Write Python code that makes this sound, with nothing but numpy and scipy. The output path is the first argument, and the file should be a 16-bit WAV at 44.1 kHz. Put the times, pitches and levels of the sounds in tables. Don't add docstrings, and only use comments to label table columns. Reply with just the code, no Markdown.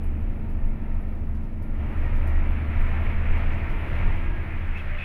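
import sys
import numpy as np
from scipy import signal
from scipy.fft import rfft, irfft, next_fast_len
from scipy.io import wavfile
from scipy.ndimage import uniform_filter1d

SR = 44100
rng = np.random.default_rng(int(sys.argv[2]) if len(sys.argv) > 2 else 0)


def linear_from_db(decibels):
    return 10 ** (np.asarray(decibels, float) / 20)


def pcm_store(signal):
    levels = np.round(np.clip(np.atleast_2d(signal), -1, 1) * 32767)
    wavfile.write(sys.argv[1], SR, levels.astype(np.int16).T)


N = 222602
T = np.arange(N) / SR

# time in seconds, four-stroke cycles per second.
ENGINE_SPEED = [(0.0, 12.21), (0.5, 12.08), (1.0, 12.0), (1.5, 12.11), (2.0, 12.32), (2.5, 12.49),
                (3.0, 12.76), (3.5, 12.93), (4.0, 13.06), (4.5, 13.08), (5.05, 13.23)]
# time in seconds, rms level in dB.
FIRING_LEVEL = [(0.0, -31), (0.2, -31), (0.4, -50), (0.55, -34), (0.68, -37), (0.88, -34.5), (1.38, -34),
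                (1.6, -56), (1.78, -31.5), (2.0, -29), (2.25, -25), (2.7, -27), (3.5, -26), (3.72, -39),
                (4.02, -26), (4.22, -37.5), (4.4, -35), (5.05, -34.5)]
# multiple of the cycle rate, then level in dB coasting, pulling and cruising.
ENGINE_TONES = [(2, -38.5, -27, -33.5), (3, -42.5, -43.5, -36.5), (5, -49.5, -55.5, -39),
                (7, -42.5, -54, -38.5), (8, -54, -50.5, -56.5), (9, -46.5, -43, -46.5),
                (10, -54, -49.5, -45), (12, -50.5, -56.5, -66), (16, -79.5, -47, -53.5),
                (17, -60.5, -51.5, -63), (20, -54, -52.5, -52), (22, -58, -59.5, -58.5),
                (26, -62, -61, -58.5), (27, -57, -61, -51), (30, -58, -58.5, -60), (36, -75, -60.5, -89)]
# time in seconds, stage (0 coasting, 1 pulling, 2
# cruising), overall level in dB.
DRIVING = [
    (0, -0.3, 1),
    (1.6, 0, 0),
    (2.0, 1.5, 2),
    (3.1, 1.5, 1.5),
    (3.5, 1.5, 0.5),
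    (4.1, 2, 1.5),
    (4.5, 2.11, -2.5),
    (5.05, 2.04, -7.5),
]
# frequency in Hz, level in dB per Hz.
BOOM_COLOUR = [(3, -14), (10, -10.5), (16, -8), (22, 2.5), (30, -9.5), (40, -14.5), (52, -30.5), (70, -38)]
RUMBLE_COLOUR = [(35, -20.5), (55, -2.5), (85, 6), (100, -8.5), (140, -7.5), (175, -11.5), (210, -11),
                 (260, -16), (350, -18), (420, -23.5), (650, -27)]
EXHAUST_COLOUR = [(300, -20), (430, 0), (600, 0.5), (750, -0.5), (950, 0), (1100, -4.5), (1300, -2),
                  (1600, -15), (2200, -37.5)]
TYRE_COLOUR = [(1000, -6), (1400, -3), (1800, 1.06), (2300, 1.2), (2600, -3), (3000, -11), (3700, -21.5),
               (4800, -34), (6500, -43), (8500, -47), (16000, -54)]
HISS_COLOUR = [(2500, 7), (4500, -4), (7000, -10.5), (8600, -12.5), (10500, -1.8), (12600, -4.5),
               (13400, -8.5), (15700, -8), (17000, -31)]
# time in seconds, peak of the bright part in dB, level of the dull part in dB.
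TRIM_TICKS = [(.031, -53.5, -77.5), (.2, -64, -80), (.492, -60, -78), (.66, -64, -82), (.7, -75.5, -87),
              (.93, -69, -80), (1.0, -64, -83), (1.08, -66, -82), (1.345, -68, -73.5), (1.43, -71, -76),
              (1.62, -58.5, -74.5), (1.97, -68, -78), (2.15, -57, -68), (2.268, -52, -68.5),
              (2.497, -61, -85), (2.76, -64, -81), (2.797, -57, -79), (3.372, -63, -71), (3.52, -64.5, -69),
              (3.692, -58, -69), (3.948, -64, -71.5), (4.77, -61.5, -68), (5.029, -61, -80)]
# start in seconds, length in seconds, pitch in Hz, rms level in dB, roughness (0 to 1).
TRIM_SQUEAKS = [(2.01, .08, 1875, -49, .3), (2.265, .14, 1900, -51, .2), (4.22, .12, 1630, -53, .15),
                (4.33, .1, 1640, -49.5, .2), (4.4, .07, 2250, -53, .3), (4.5, .06, 2470, -52, .15),
                (4.755, .04, 2595, -42, .5), (4.799, .014, 2580, -43, .4), (4.745, .07, 2200, -48, .95),
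                (4.77, .045, 3250, -57, .95), (4.94, .04, 2840, -51, .5), (4.975, .045, 2270, -47, .6),
                (4.975, .09, 2460, -45, .9), (4.99, .08, 2830, -52, .9), (5.02, .04, 1835, -48, .4),
                (4.98, .08, 3400, -56, .8), (4.8, .2, 595, -54, .2)]
# pitch in Hz, width in Hz, level in dB against the rush.
HUMMING_PANELS = [(599.6, 10, -16), (673, 14, -12), (921.5, 6.9, -15), (976, 18, -19), (1327, 21, -17.5),
                  (1393, 7, -15), (1819, 20, -15)]
# multiple of the cycle rate, centre in Hz,
# half width in Hz, rms level on top in dB.
CAB_RESONANCES = [(15, 195.5, 3.3, -45.5), (18, 217.5, 4.0, -43), (18, 227, 4.96, -45),
                  (24, 290, 3.8, -53.5), (24, 297.5, 4.7, -48), (24, 312, 3.1, -49.5)]
# time in seconds, level at the top in dB.
ROAD_BUMPS = [(.07, -22.5), (.27, -18), (.42, -24.5), (.53, -27), (.66, -18), (.94, -22), (1.08, -31.5),
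              (1.27, -26.5), (1.39, -27.5), (1.72, -24), (1.82, -24.5), (1.99, -22), (2.16, -17.5),
              (2.37, -16.5), (2.5, -18.5), (2.7, -21), (2.8, -17.5), (2.95, -20.5), (3.07, -23.5),
              (3.18, -21.5), (3.31, -14), (3.502, -17), (3.73, -27), (3.88, -22.5), (4.08, -16.5),
              (4.15, -20.5), (4.3, -22), (4.57, -27), (4.69, -25), (4.92, -25.5)]
# time in seconds, frequency in Hz.
BOOM_PITCH = [(0, 24.5), (0.5, 26.5), (0.8, 23.6), (2.7, 23.5), (2.9, 21), (3.2, 23), (3.5, 22),
              (4.05, 23.4), (4.2, 19.6), (4.7, 20), (5.05, 24.5)]
# time in seconds, level in dB.
ROAD_PULL = [(0, -55.5), (1.1, -56.5), (1.58, -59), (1.72, -55), (1.8, -50), (2.05, -45.5), (2.22, -46.5),
             (2.32, -44.5), (2.66, -46), (2.8, -41.5), (3.1, -41), (3.17, -44), (3.35, -40.5),
             (3.78, -42.5), (4.0, -39), (4.31, -45), (4.55, -44), (5.05, -42)]


def in_time(rows):
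    s, *columns = np.transpose(rows)
    return [np.interp(T, s, column) for column in columns]


def rms_one(x):
    return x / np.sqrt(np.mean(x ** 2) + 1e-20)


def drift(rate_hz):
    r = np.exp(-2 * np.pi * rate_hz * 40 / SR)
    white = rng.standard_normal(N // 40 + 2002)
    slow = signal.lfilter([1], [1, -2 * r, r * r], white)[2000:]
    return np.interp(np.arange(N) / 40, np.arange(len(slow)), rms_one(slow - slow.mean()))


def coloured(colour, patchy_db, rate_hz):
    size = next_fast_len(N)
    octave = np.log2(np.maximum(np.arange(size // 2 + 1) * SR / size, 1))
    hz, db = np.transpose(colour)
    shape = linear_from_db(np.interp(octave, np.log2(hz), db, left=-90, right=-90))
    noise = rfft(rng.standard_normal(size)) * shape
    out = np.zeros(N)
    lowest = np.floor(np.log2(hz[0] * .95))
    for centre in np.arange(lowest, 14.5, .5)[:14]:
        share = np.clip(1 - 2 * np.abs(octave - centre), 0, 1)
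        out += irfft(noise * share, size)[:N] * linear_from_db(patchy_db * drift(rate_hz))
    return rms_one(out)


def hum(white, hz, width_hz):
    r = np.exp(-np.pi * width_hz / SR)
    section = [1, 0, -1, 1, -2 * r * np.cos(2 * np.pi * hz / SR), r * r]
    return rms_one(signal.sosfilt([section, section], white))


def follow(level_db, pull_share, engine_share):
    pull_db, = in_time(ROAD_PULL)
    _, overall_db = in_time(DRIVING)
    mean_pull_db = -48
    return level_db + pull_share * (pull_db - mean_pull_db) + engine_share * overall_db


def air_hiss():
    level_db = follow(-73.5, pull_share=.28, engine_share=.1) + 3.5
    return linear_from_db(level_db) * coloured(HISS_COLOUR, patchy_db=1.5, rate_hz=6.8)


def floor_rumble():
    level_db = follow(-36, pull_share=.14, engine_share=1.05) + .17
    return linear_from_db(level_db) * coloured(RUMBLE_COLOUR, patchy_db=-1, rate_hz=12)


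def body_boom():
    rise_s, fall_s, calm_db = .03, .043, -30.5
    power = linear_from_db(2 * calm_db) * np.ones(N)
    for s, db in ROAD_BUMPS:
        width_s = np.where(T < s, rise_s, fall_s)
        power += linear_from_db(2 * db) * np.exp(-((T - s) / width_s) ** 2)
    pitch_hz, = in_time(BOOM_PITCH)
    swing = np.sqrt(2) * np.sin(2 * np.pi * np.cumsum(pitch_hz) / SR)
    boom = linear_from_db(1.5) * swing + coloured(BOOM_COLOUR, patchy_db=-4.5, rate_hz=.98)
    strength = uniform_filter1d(uniform_filter1d(boom ** 2, size=3000), size=3000)
    return np.sqrt(power) * rms_one(boom / strength ** .58)


def tyre_roar():
    pull_db, = in_time(ROAD_PULL)
    return linear_from_db(pull_db) * coloured(TYRE_COLOUR, patchy_db=1, rate_hz=5.9)


def trim_ticks():
    s, bright_db, dull_db = np.transpose(TRIM_TICKS)
    knocks = np.zeros((2, N))
    knocks[:, np.round(s * SR).astype(int)] = linear_from_db([bright_db - 7, dull_db + 5])
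    rise, fall = np.exp(-1 / (.0032 * SR)), np.exp(-1 / (.027 * SR))
    bright, dull = signal.lfilter([1 - rise], np.convolve([1, -rise], [1, -fall]), knocks + 1e-18)
    white = rng.standard_normal((2, N))
    high = signal.sosfilt(signal.butter(3, [9300, 13000], "band", fs=SR, output="sos"), white[0])
    mid = signal.sosfilt(signal.butter(2, [2500, 6000], "band", fs=SR, output="sos"), white[1])
    return bright * rms_one(high) + dull * rms_one(mid)


def trim_squeaks():
    out, white = np.zeros(N), rng.standard_normal(N)
    for s, length_s, hz, db, rough in TRIM_SQUEAKS:
        span = slice(round((s - .05) * SR), round((s + length_s) * SR))
        t = T[span]
        shape = np.clip(np.minimum(t - s, s + length_s - t) / .004, 0, 1)
        tone = np.sqrt(2 - 2 * rough) * np.sin(2 * np.pi * hz * t)
        ringing = np.sqrt(rough) * hum(white[span], hz, width_hz=260 * rough + 20)
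        out[span] += linear_from_db(db) * shape * (tone + ringing)
    return out


def trim_creak():
    first_slip_s, slips_per_s, pitch_hz = 4.99, 90.5, 2575
    age = T - first_slip_s
    slips = (.5 + .5 * np.cos(2 * np.pi * slips_per_s * age)) ** 1.5
    slips *= age > -.5 / slips_per_s
    level_db = -42 + 120 * np.maximum(age, 0)
    return linear_from_db(level_db) * 2 * slips * np.sin(2 * np.pi * pitch_hz * T + .63 * drift(60))


def exhaust(phase):
    pulsing = 1 + .08 * np.sin(6 * phase)
    rush = pulsing * coloured(EXHAUST_COLOUR, patchy_db=-.3, rate_hz=4.3)
    white = rng.standard_normal(N)
    for hz, width_hz, db in HUMMING_PANELS:
        rush += linear_from_db(db) * hum(white, hz, width_hz)
    dull = signal.sosfiltfilt(signal.butter(2, 800, fs=SR, output="sos"), rush)
    bright = rush - dull
    coasting = np.clip(1 - in_time(DRIVING)[0], 0, 1)
    level_db = follow(-48, pull_share=.6, engine_share=.6)
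    return linear_from_db(level_db) * (linear_from_db(3.8 * coasting) * dull + linear_from_db(-2.5 * coasting) * bright)


def engine_turning():
    cycle_hz, = in_time(ENGINE_SPEED)
    return 2 * np.pi * np.cumsum(cycle_hz) / SR


def engine(phase):
    cycle_hz, = in_time(ENGINE_SPEED)
    stage, overall_db = in_time(DRIVING)
    firing_db, = in_time(FIRING_LEVEL)
    out = linear_from_db(firing_db) * np.sin(6 * phase + .15 * drift(3))

    for order in (15, 18, 24):
        lift = np.zeros(N)
        for row_order, hz, half_width_hz, db in CAB_RESONANCES:
            if round(row_order) == order:
                lift += linear_from_db(db) / (1 + ((order * cycle_hz - hz) / half_width_hz) ** 4)
        out += lift * np.sin(order * phase + order + .12 * drift(3))

    for order, *stage_db in ENGINE_TONES:
        level_db = np.interp(stage, np.arange(3), stage_db) + overall_db + 1.3 * drift(1.4)
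        start = rng.uniform(0, 2 * np.pi)
        out += linear_from_db(level_db) * np.sin(round(order) * phase + start + .19 * drift(1.6))

    out += linear_from_db(-50 - 12.5 * stage ** 2) * np.sin(13.5 * phase)
    return np.sqrt(2) * out


def scene():
    phase = engine_turning()
    road = body_boom() + floor_rumble() + tyre_roar()
    trim = trim_ticks() + trim_squeaks() + trim_creak()
    return (air_hiss() + road + trim + exhaust(phase) + engine(phase))[None]


def roll_off(x):
    return signal.sosfilt(signal.butter(12, 15720, fs=SR, output="sos"), x)


def record(dry):
    mix = .5 * np.tanh(dry / .5) - .0016
    return roll_off(mix)


dry = scene()
out = record(dry)
pcm_store(out)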